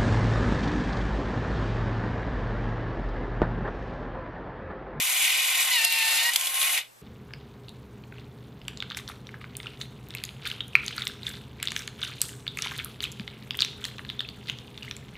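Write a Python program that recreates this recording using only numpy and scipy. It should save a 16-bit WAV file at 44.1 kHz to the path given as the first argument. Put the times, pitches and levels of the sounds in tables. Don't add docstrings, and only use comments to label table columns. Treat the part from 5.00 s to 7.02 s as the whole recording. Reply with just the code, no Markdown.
import sys
import numpy as np
from scipy import signal
from scipy.fft import rfft, irfft, next_fast_len
from scipy.io import wavfile

SR = 44100
rng = np.random.default_rng(int(sys.argv[2]) if len(sys.argv) > 2 else 0)


def log_audio(samples):
    frames = np.atleast_2d(samples).T
    limited = np.clip(frames, -1, 1)
    pcm = np.round(limited * 32767).astype(np.int16)
    wavfile.write(sys.argv[1], SR, pcm)


def ratio(d):
    e = np.asarray(d, float) / 20
    return 10 ** e


N = 88993
PAD = next_fast_len(N + SR // 2)
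HZ = np.maximum(np.arange(PAD // 2 + 1) * SR / PAD, 1)
T = np.arange(N) / SR
TOP_HZ = 14250
STOP_S, RATTLE_DIES_DB_PER_S = 1.7875, 384
TEETH = 27

# (time [s], tooth rate [Hz], whine strength [dB],
# lift of second partial [dB], of first [dB], of fourth [dB])
MESH = [(.3, 1074, -16, 2, -2, 3), (.695, 1070, -12.5, -4, -1.5, 0), (.715, 1010, -3, 19.5, -9, 4),
        (.735, 994, 1, 0, 2, 14), (.765, 957, 3.5, 7, 2, 16), (.795, 899, 3, 5, -4.5, 9),
        (.9, 915, -0.5, -1.5, -1.5, -11), (1.045, 893.5, 1, 4.5, 4, 2), (1.17, 907, -2.5, 3, 1, 14),
        (1.22, 918, -7, 13, 7.5, 19), (1.265, 954, 1, 7, 2.5, 4), (1.295, 951, -0.5, 14, 7, -3),
        (1.325, 990, -18, 14, -2, 4), (1.39, 1055, -9.5, -1, -3, -3), (1.53, 1068, -11.5, 0, -5.5, -2),
        (1.62, 1078, -7, -7, 0.5, -1), (1.71, 1077, -9.5, -4, -1, -1), (1.77, 1070, -16, -2, -7, -1)]
# (time [s], brush hiss [dB], housing rattle [dB])
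DRIVE = [(0, -27.5, -31), (.11, -27.5, -31), (.24, -28, -26.5), (.41, -28.5, -27.5), (.67, -27.5, -30),
         (.76, -30, -28), (.84, -27, -30.5), (.87, -35, -37), (.95, -30, -30), (1.15, -28, -29.5),
         (1.295, -29, -32), (1.31, -34.5, -37), (1.46, -32.5, -35.5), (1.52, -34.5, -37),
         (1.62, -29.5, -30), (1.72, -30, -31.5), (1.785, -30.5, -29)]


def rms_one(x):
    return x / np.sqrt(np.mean(x ** 2) + 1e-20)


def in_time(rows):
    s, *columns = np.transpose(rows)
    return [np.interp(T, s, c) for c in columns]


def over_hz(points):
    hz, value = np.transpose(points)
    return np.interp(np.log(HZ), np.log(np.maximum(hz, 1)), value)


def colour(x, response):
    return irfft(rfft(x, PAD) * response, PAD)[..., :N]


def low_cut(hz, order=4):
    return 1 / (1 + (hz / HZ) ** order)


def high_cut(hz, order=4):
    return 1 / (1 + (HZ / hz) ** order)


def resonance(hz, width_hz):
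    return 1 / (1 + (2 * (HZ - hz) / width_hz) ** 2)


def bumps(peaks, lift_db):
    top = max(db for _, _, db in peaks)
    humps = sum(ratio(2 * (lift_db + .5 * (db - top))) * resonance(hz, width) for hz, width, db in peaks)
    return np.sqrt(1 + humps)


def drift(rate_hz):
    return rms_one(colour(rng.standard_normal(N), high_cut(rate_hz, 2) * (HZ > 1.5)))


def grit(spread_db):
    return rng.standard_normal(N) * ratio(spread_db * np.minimum(rng.exponential(1, N), 4))


def band(hz, width_hz):
    return rms_one(colour(grit(3), resonance(hz, width_hz) * low_cut(1500)))


def room():
    # (frequency [Hz], level [dB per Hz])
    air_colour = [(25, -22), (70, -35), (110, -22.5), (230, -21.5), (377, -18.5), (778, -16), (2820, -23),
                  (14000, -23.5)]
    # (frequency [Hz], rms level [dB])
    hum_tones = [(120, -71), (221, -80.5), (7850, -72)]
    air_db = -58.5
    mid, side = colour(rng.standard_normal((2, N)), ratio(over_hz(air_colour)) * (HZ < TOP_HZ))
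    side = colour(side, 0.14 + 1.5 * high_cut(3000, 2))
    out = ratio(air_db) * (mid + side * [[1], [-1]]) / np.std(mid)
    for hz, db in hum_tones:
        phase = 2 * np.pi * hz * T + [[.2], [-.2]]
        out = out + np.sqrt(2) * ratio(db + 1.1 * drift(5.5)) * np.sin(phase)
    return out


def thumps():
    # (time [s], level [dB], mode [Hz], t60 [s])
    knocks = [(.8495, -31, 700, 0.03), (1.899, -52, 2700, 0.03), (1.3590, -14, 3500, 0.02),
              (1.3602, -13, 2400, .006), (1.3602, -30, 1150, .012), (1.3604, -11, 4900, .005),
              (1.3608, -15, 7600, .006), (1.3600, -12, 13500, .008), (.9236, -15, 13900, .013),
              (.8502, -17, 8900, .006), (.8500, -17, 11800, .006), (.9248, -21, 8600, .009),
              (.924, -24, 4400, .01)]
    rise_s = .0004
    out = np.zeros(N)
    for s, db, hz, t60 in knocks:
        after = T - s
        level = ratio(db - 60 * np.maximum(after, 0) / t60)
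        out += level * np.clip(after / rise_s, 0, 1) * np.sin(2 * np.pi * hz * after)
    return out


def snaps():
    # (time [s], peak [dB], decay [s], brightness [dB])
    catches = [(0.617, -15, 0.0055, 2), (0.844, -15.5, 0.01, 1), (0.8482, -8.5, 0.0063, 5),
               (0.9243, -16, 0.0055, 6), (0.986, -18, 0.0056, 6), (1.3168, -19, 0.0056, 6),
               (1.3340, -16.5, 0.015, 2.5), (1.3593, -6, 0.0073, 2.5), (1.4098, -14, 0.0065, 2.5),
               (1.433, -21, 0.0058, 3), (1.4575, -18, .006, 9), (1.4700, -15.5, 0.0099, 3),
               (1.5, -27, 0.0072, 2), (1.5423, -17.5, 0.0067, 5), (1.5545, -20, 0.0078, 2),
               (1.6146, -17, .006, 0), (1.628, -15, .006, 0), (1.645, -20, .008, 4),
               (1.672, -23, 0.0074, 1), (1.7754, -23, 0.0058, -5.5)]
    # (frequency [Hz], level [dB per Hz])
    snap_colour = [(200, -26.5), (1450, -16), (2410, -7), (3460, -1.5), (6070, -13.5), (13500, -10),
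                   (15300, -44), (16800, -40)]
    crack_db, crack_late_s, rise_s = 7, .0012, 0.00091
    length = 4000
    out, base = np.zeros(N + length), grit(1.0)
    t = np.arange(length) / SR
    for s, db, dies, tilt_db in catches:
        i = int(s * SR)
        envelope = ratio(-60 * t / max(4 * dies, .003)) * np.minimum(t / rise_s, 1)
        burst = base[i - 1:i + length] * np.append(0, envelope)
        burst[int(crack_late_s * SR)] -= ratio(crack_db)
        tilted = burst[1:] - np.clip(tilt_db / 6, -1, 1) * burst[:-1]
        out[i:i + length] += ratio(db - 5) * tilted
    shape = ratio(over_hz(snap_colour))
    return colour(out[:N], shape / np.sqrt(np.mean(shape ** 2)) * (1 - 0.68 * (HZ > TOP_HZ)))


def card_rub(wander):
    # (frequency [Hz], width [Hz], level [dB])
    flap = [(5070, 260, -42), (11000, 300, -60)]
    mesh_hz, strength_db, *_ = in_time(MESH)
    load = np.clip((1060 - mesh_hz) / 50, 0, 1)
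    rub = ratio(-34.5) * band(4200, 760)
    rub = rub + sum(ratio(db) * band(hz, width) for hz, width, db in flap)
    return rub * ratio(0.047 * strength_db + 0.88 * wander) * load * (T < 1.305)


def roller_skid():
    # (time [s], level [dB])
    skid = [
        (1.44, -60),
        (1.47, -44),
        (1.56, -37),
        (1.64, -32.5),
        (1.69, -39),
        (1.73, -33.5),
        (1.78, -45),
        (1.81, -68),
    ]
    # (frequency [Hz], width [Hz], level [dB])
    squeal_bands = [(10630, 500, -0.5), (11440, 400, -6), (12587, 2500, 0), (9400, 660, -4.5)]
    level = ratio(in_time(skid)[0]) * (T > skid[0][0]) * (T < skid[-1][0])
    return level * sum(ratio(db) * band(hz, width) for hz, width, db in squeal_bands)


def motor_can():
    # (frequency [Hz], width [Hz], level [dB])
    can_modes = [(519, 26, -6), (709, 48, -4.5), (792, 68, 1), (1007, 28, -12), (1070, 32, 6.5),
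                 (1246, 41, -1), (1466, 49, 11.5), (1557, 320, 5.5)]
    drone = rms_one(colour(grit(0.99), bumps(can_modes, lift_db=17.5) * low_cut(470, 12) * high_cut(1900)))
    hiss_db = in_time(DRIVE)[0]
    return drone * ratio(-45.5 + (hiss_db + 29) + 5.7 * T / 2)


def gear_rattle(wander):
    # (frequency [Hz], level [dB per Hz])
    rattle_colour = [(300, -27), (1200, -41), (1650, -19), (1950, -4.5), (2400, -3.5), (3500, -3.5),
                     (4300, -5), (6000, -10)]
    # (frequency [Hz], width [Hz], level [dB])
    housing = [(1890, 47, -1), (2084, 99, -2), (2244, 67, -2.5), (2341, 23, 5.5), (2377, 20, -5),
               (2495, 47, 6), (2610, 22, -3.5), (2902, 87, 1.5), (2950, 27, 3.5), (3185, 13, -4),
               (3420, 31, -0.5), (3540, 65, -0.5), (3646, 23, 2), (3877, 60, -2)]
    response = ratio(over_hz(rattle_colour)) * bumps(housing, lift_db=10.0) * high_cut(6000)
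    return rms_one(colour(grit(2.2), response)) * ratio(in_time(DRIVE)[1] + 1.18 * wander)


def brush_hiss(shaft, wander):
    # (frequency [Hz], level [dB per Hz])
    hiss_colour = [(3000, -7), (5360, -11.5), (6580, -10), (8000, -8.5), (9970, -10), (11700, -7.5),
                   (13000, -10.5), (14200, -5.5)]
    # (frequency [Hz], width [Hz], level [dB])
    shell = [(6510, 47, 8.5), (6830, 54, 3), (7300, 82, -6), (8350, 37, 4), (9300, 61, 1), (10700, 110, 3),
             (11400, 340, 0), (10800, 24, 6.5), (12640, 140, 6)]
    poles, pole_depth, turn_depth, dies_db_per_s = 9, 0.2, 0.15, 650
    pole_beat = 1 + pole_depth * (T < .75) * np.cos(2 * np.pi * poles * shaft)
    turn_beat = 1 + turn_depth * np.cos(2 * np.pi * shaft)
    response = ratio(over_hz(hiss_colour)) * bumps(shell, lift_db=6.5) * low_cut(3800) * (HZ < TOP_HZ)
    hiss = rms_one(colour(grit(1.2) * pole_beat * turn_beat, response))
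    after = np.maximum(T - STOP_S, 0)
    return hiss * ratio(in_time(DRIVE)[0] + 1.1 * wander - dies_db_per_s * after)


def whir(shaft, wander):
    body = gear_rattle(wander[1]) + motor_can()
    body = body * ratio(-RATTLE_DIES_DB_PER_S * np.maximum(T - STOP_S, 0))
    out = brush_hiss(shaft, wander[0]) + roller_skid() + body + card_rub(wander[0])
    return colour(out, HZ < TOP_HZ)


def turns():
    return np.cumsum(in_time(MESH)[0] * (1 + 0.003 * drift(40))) / SR / TEETH


def whine(shaft):
    # (multiple of tooth rate, level loaded [dB], level free [dB])
    partials = [(1, -48, -35.5), (2, -42, -50), (3, -33, -50), (4, -51, -60), (5, -58, -60)]
    # (teeth, rms level [dB], sings until [s])
    idler = (25, -54.5, .72)
    flutter_hz, stop_fade_s = 45, 0.038
    mesh_hz, strength_db, second_db, first_db, fourth_db = in_time(MESH)
    load = np.clip((1040 - mesh_hz) / 30, 0, 1)
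    lift_db = [first_db, second_db, 0, fourth_db, .5 * fourth_db]
    flutter_db = 2 * (.4 + .5 * load)
    fade = np.clip((STOP_S - T) / stop_fade_s, 0, 1)
    out = np.zeros(N)
    for k, loaded_db, free_db in partials:
        level_db = strength_db + load * loaded_db + (1 - load) * free_db + lift_db[k - 1]
        tone = np.sqrt(2) * np.sin(2 * np.pi * k * TEETH * shaft + k * k)
        out += tone * fade * ratio(level_db + flutter_db * drift(flutter_hz))
    idler_teeth, idler_db, until_s = idler
    song = np.sqrt(2) * np.sin(2 * np.pi * idler_teeth * shaft)
    return out + song * ratio(idler_db + 1.5 * drift(30)) * (T < until_s)


def tail(t60):
    t = np.arange(SR // 2) / SR
    x = rng.standard_normal(len(t)) * ratio(-60 * t / t60)
    return rfft(x / np.sqrt(np.sum(x ** 2)), PAD)


def ports(shared, scattered):
    # (frequency [Hz], left-right likeness [0-1])
    likeness = [(500, .9), (1000, .94), (2000, .9), (4000, .68), (8000, .74), (14000, .66)]
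    # (frequency [Hz], left leads by [radians])
    lead = [(1000, 0), (2500, .1), (5400, -.3), (6700, -1.0), (7800, -.9), (10500, -1.5), (12800, -2.3),
            (15100, -3.3)]
    # (frequency [Hz], left minus right [dB])
    balance = [(60, -1.0), (180, -26), (540, 1), (1640, -1), (4940, 1.5), (14900, 0.0)]
    echo_db, echo_t60_s, mic_cut_hz, port_db = -13.5, 0.23, 384, 1.08
    alike = np.clip(over_hz(likeness), 0, 1)
    sign = np.array([[1], [-1]])
    place = np.exp(.5j * sign * over_hz(lead)) * ratio(.5 * sign * over_hz(balance)) * low_cut(mic_cut_hz)
    mid = place * np.sqrt((1 + alike) / 2) * (1 + ratio(echo_db) * tail(echo_t60_s))
    side = place * np.sqrt((1 - alike) / 2) * (1 + ratio(echo_db) * tail(echo_t60_s))
    return ratio(port_db) * (colour(shared, mid) + sign * colour(scattered, side))


def scene():
    shaft, wander = turns(), [drift(19), drift(36)]
    tones = whine(shaft) + thumps()
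    shared = whir(shaft, wander) + tones + snaps()
    scattered = whir(shaft, wander) + colour(tones, 1j * ratio(-0.5)) + snaps()
    return ports(shared, scattered) + room()


def low_pass(x):
    return signal.sosfilt(signal.butter(12, 14450, fs=SR, output="sos"), x)


def record(dry):
    ceiling = 1.3
    return low_pass(ceiling * np.tanh(dry / ceiling))


dry = scene()
out = record(dry)
log_audio(out)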